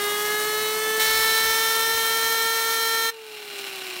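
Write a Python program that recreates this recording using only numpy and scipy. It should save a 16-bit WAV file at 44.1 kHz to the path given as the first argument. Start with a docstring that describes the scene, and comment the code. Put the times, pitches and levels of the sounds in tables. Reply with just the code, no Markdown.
"""An air gun, part open, blows on a three-armed metal spinner clamped over a workbench, close up. Each arm
chops the jet like a siren: a rising whine on pulsing hiss. At 1 s the gun opens fully; the sound jumps,
overshoots briefly, then slowly eases. Stray gusts thump the microphone. At 3.1 s the air is shut off. The
spinner coasts with a falling hum; its dry ball bearing rattles."""
import sys
import numpy as np
from scipy import signal
from scipy.fft import rfft, irfft
from scipy.io import wavfile

SR = 44100
rng = np.random.default_rng(int(sys.argv[2]) if len(sys.argv) > 2 else 0)


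def pcm_store(signal):
    """Save signal as 16-bit PCM."""
    levels = np.round(np.clip(np.atleast_2d(signal), -1, 1) * 32767)
    wavfile.write(sys.argv[1], SR, levels.astype(np.int16).T)


N = 176400

# Arm passes under the jet: t/s, rate/Hz
ARM_RATE = [(0, 411), (.25, 419.4), (.5, 426.7), (.75, 433), (1, 438.2), (1.25, 442.7), (1.5, 446.1),
            (1.75, 448.7), (2, 450.6), (2.4, 452.4), (2.8, 452.8), (3.1, 452.6)]
# Whine partials: harmonic, part-open level/dB, slope/(dB/s), full-open level/dB, slope/(dB/s)
SIREN_PARTIALS = [(1, -31.5, 1.5, -35, -1), (2, -39.5, -3, -35, -1.9), (3, -33.5, -1.5, -31, 0),
                  (4, -37, 6.5, -30, 0.4), (5, -35.5, -1.5, -31.5, -3.5), (6, -50.5, 7, -42.5, -8),
                  (7, -38.5, -0.5, -34.5, -1.05), (8, -40, -3.5, -35.5, -1.5),
                  (9, -41.5, -3.5, -31.5, -0.7), (10, -45, -3, -45, 2), (11, -45, -8, -49, -32),
                  (12, -54, 8, -36.5, -1.5), (13, -48.5, 0.5, -39.5, -5), (14, -50, 8.5, -46.5, 2),
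                  (19, -57, 12, -52, -6)]
# Peaks and dips from bench reflections: f/Hz, half width/Hz, gain/dB
BENCH_RESPONSE = [(1688, 11, 5.5), (1728, 11, -7.5), (1763, 27, 4.5), (2950, 25, -1), (3157, 17, 3.5),
                  (3315, 29, 1.5), (3400, 25, -4), (3484, 14, 8.5), (3725, 18, 6), (3760, 7.4, -10),
                  (3808, 13, 7.5), (3877, 31, 9), (3910, 14, -11), (3900, 9.5, -4), (4160, 70, -2.5),
                  (4300, 85, 10), (4416, 38, 9), (5340, 64, 2), (6240, 45, 4)]
# Jet spectrum, part open: f/Hz, relative level/dB
HISS_PART_SPECTRUM = [(18, -75), (30, -35.5), (369, -17.5), (420, -21), (492, -20), (767, -17.5),
                      (852, -19), (1170, -15), (1260, -18), (1360, -20.5), (1770, -15.5), (2360, -20.5),
                      (4910, -21.5), (8500, -18.5), (15500, -20)]
# Jet spectrum, fully open: f/Hz, relative level/dB
HISS_FULL_SPECTRUM = [(18, -64), (30, -35), (389, -15), (443, -12.5), (546, -16), (830, -14), (897, -11),
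                      (970, -12), (1230, -12), (1330, -10), (1550, -14), (1770, -8), (2130, -14),
                      (2300, -13.5), (2550, -12.5), (3230, -13), (15500, -11)]
# Hiss peaks and dips: f/Hz, width/Hz, added gain
HISS_PEAKS = [(4070, 1200, 0.097), (4830, 320, -0.32), (5330, 560, 0.22), (7400, 650, -0.2),
              (10460, 760, -0.36), (13200, 1400, -0.063)]
# Gusts at the microphone: t/s, Gaussian sigma/s, level/dB
GUST_PULSES = [(1.184, .08, -48), (1.48, 0.029, -46), (1.953, .016, -44.5), (2.246, .016, -50)]
# Hum of the free arms: harmonic, level at 3.5 s/dB
HUM_PARTIALS = [(1, -44), (2, -54.5), (3, -62)]
# Heard level of the bearing rattle, swelling after the air stops: t/s, level/dB
RATTLE_ENVELOPE = [(3.12, -46.5), (3.2, -45), (3.33, -40), (3.49, -38), (3.52, -35.5), (3.56, -35.5),
                   (3.59, -32), (3.63, -34.5), (3.67, -32), (3.715, -36), (3.78, -34.5), (3.84, -34),
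                   (3.93, -33.5), (4, -34)]
# Bearing rattle spectrum: f/Hz, relative level/dB
RATTLE_SPECTRUM = [(24, -82), (40, -44), (229, -20.5), (294, -19), (377, -14), (438, -21), (758, -15),
                   (903, -21.5), (1160, -15), (1280, -16), (1490, -15), (1770, -15.5), (2770, -9.5),
                   (3560, -15), (3930, -14.5), (6480, -23.5), (15500, -24)]
# Spinner and clamp resonances: f/Hz, width/Hz, added gain
METAL_MODES = [(830, 110, .7), (1500, 46, 1.2), (2370, 120, 0.78), (2740, 63, 0.91), (2850, 44, 1.2),
               (4060, 290, 1.2), (5450, 160, 1.2), (7260, 400, 0.55), (9000, 600, .6)]

ARMS, COAST_DECAY_PER_S = 3, .252
OPEN_S, OPEN_RISE_S = .995, .002
SHUT_S, SHUT_FALL_S = 3.096, .0128
SURGE_DECAY_S = .039


def undb(db):
    """dB to amplitude."""
    return 10 ** (np.asarray(db) / 20)


def unit(x):
    """Scale to rms 1."""
    return x / np.sqrt(np.mean(x ** 2))


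def drift(cutoff_hz):
    """Low-passed noise, rms 1."""
    hz = np.fft.rfftfreq(N, 1 / SR)
    return unit(irfft(rfft(rng.standard_normal(N)) / (1 + (hz / cutoff_hz) ** 4), N))


def colour(x, spectrum, peaks=()):
    """Shape by (f/Hz, level/dB) points and resonances; rms 1."""
    hz = np.fft.rfftfreq(N, 1 / SR) + 1
    points_hz, points_db = np.array(spectrum).T
    gain = undb(np.interp(np.log(hz), np.log(points_hz), points_db))
    gain *= 1 + sum(lift / (1 + (2 * (hz - centre) / width) ** 2) for centre, width, lift in peaks)
    return unit(irfft(rfft(x) * gain, N))


def siren(t, phase, rate_hz, opened, open_for_s, surge_db=1.5, jitter_rad=.017):
    """Chopped jet: harmonics of the arm rate swell and fade as they climb through bench reflections."""
    phase = phase + jitter_rad * drift(47)
    hz = np.arange(0, SR / 2, 2)
    bench_db = sum(db * np.exp(-((hz - centre) / width) ** 2) for centre, width, db in BENCH_RESPONSE)
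    lift_db = surge_db * np.exp(-open_for_s / SURGE_DECAY_S)
    whine = 0
    for k, part_db, part_slope, full_db, full_slope in SIREN_PARTIALS:
        db = (1 - opened) * (part_db + part_slope * t)
        db += opened * (full_db + full_slope * open_for_s + lift_db)
        waver_db = .1137 * min(k, 10) * drift(4.3)
        flutter_db = .69 * drift(25)
        db += waver_db + flutter_db + np.interp(k * rate_hz, hz, bench_db)
        offset_rad = rng.normal() * min(k / 6, 2)
        whine -= np.sqrt(2) * undb(db) * np.cos(k * phase + offset_rad)
    return whine


def hiss(phase, opened, open_for_s, part_db=-28.5, full_db=-23, surge_db=2, sag_db_per_s=2):
    """Jet turbulence, pulsing as each arm cuts through."""
    part = colour(rng.standard_normal(N), HISS_PART_SPECTRUM, HISS_PEAKS) * undb(part_db)
    part *= 1 + .053 * np.cos(phase)
    full = colour(rng.standard_normal(N), HISS_FULL_SPECTRUM, HISS_PEAKS)
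    full *= 1 + .14 * np.cos(phase) + .13 * np.cos(2 * phase)
    full *= undb(full_db - sag_db_per_s * open_for_s + surge_db * np.exp(-open_for_s / SURGE_DECAY_S))
    flutter_db = .55 * drift(40)
    return ((1 - opened) * part + opened * full) * undb(flutter_db)


def noise_floor(level_db=-57.5):
    """Faint, steady background noise."""
    return undb(level_db) * colour(rng.standard_normal(N), [(30, -6), (200, -21), (1000, 3), (15000, -24)])


def room(x, t60_s=.12, wet_db=-15.5, gap_s=.003):
    """Short reflections of a cluttered workshop."""
    t = np.arange(SR // 2) / SR
    tail = rng.standard_normal(len(t)) * undb(-60 * t / t60_s) * (t > gap_s)
    return x + undb(wet_db) * signal.fftconvolve(x, tail / np.linalg.norm(tail))[:N]


def gusts(t):
    """Stray air thumps softly on the microphone."""
    swell = sum(undb(db) * np.exp(-((t - at_s) / sigma_s) ** 2 / 2) for at_s, sigma_s, db in GUST_PULSES)
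    rumble = colour(rng.standard_normal(N), [(20, -25), (55, 0), (110, -9), (300, -30), (2000, -92)])
    return swell * rumble


def arm_hum(t, phase, rise_db_per_s=3):
    """The free arms hum at harmonics of the arm rate."""
    hum = sum(np.sqrt(2) * undb(db) * np.sin(k * phase) for k, db in HUM_PARTIALS)
    waver_db = .49 * drift(11)
    return hum * undb(rise_db_per_s * (t - 3.5) + waver_db)


def bearing_rattle(t, phase, depth=.17, cage_ratio=.27):
    """Dry balls chatter in their race, unevenly over each turn of spinner and cage; the metal rings."""
    turn_rad = phase / ARMS
    uneven = (1 + depth * np.cos(turn_rad)) * (1 + depth * np.cos(cage_ratio * turn_rad))
    chatter = rng.standard_normal(N) * uneven
    rough_db = drift(400) + .43 * drift(36)
    level_db = np.interp(t, *np.array(RATTLE_ENVELOPE).T)
    return colour(chatter * undb(rough_db), RATTLE_SPECTRUM, METAL_MODES) * undb(level_db)


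def scene():
    """One speed drives siren, hiss, hum and rattle; two identical channels."""
    t = np.arange(N) / SR
    coast_s = np.maximum(t - SHUT_S - SHUT_FALL_S, 0)
    rate_hz = np.interp(t, *np.array(ARM_RATE).T) * np.exp(-COAST_DECAY_PER_S * coast_s)
    phase = 2 * np.pi * np.cumsum(rate_hz) / SR
    opened = np.clip((t - OPEN_S) / OPEN_RISE_S, 0, 1)  # 0 part open, 1 fully open
    open_for_s = np.maximum(t - OPEN_S, 0)
    air_on = 1 - np.clip((t - SHUT_S) / SHUT_FALL_S, 0, 1)
    jet = siren(t, phase, rate_hz, opened, open_for_s) + hiss(phase, opened, open_for_s)
    floor = noise_floor()
    coasting = arm_hum(t, phase) + bearing_rattle(t, phase)
    heard = room(air_on * jet + (1 - air_on) * coasting) + gusts(t) + floor
    return np.array([heard, heard])


def record(dry, low_hz=40, top_hz=15750):
    """Recorder band limits: gentle high-pass, steep low-pass."""
    thin = signal.sosfilt(signal.butter(2, low_hz, "high", fs=SR, output="sos"), dry)
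    return signal.sosfilt(signal.ellip(12, .1, 80, top_hz, fs=SR, output="sos"), thin)


dry = scene()
out = record(dry)
pcm_store(out)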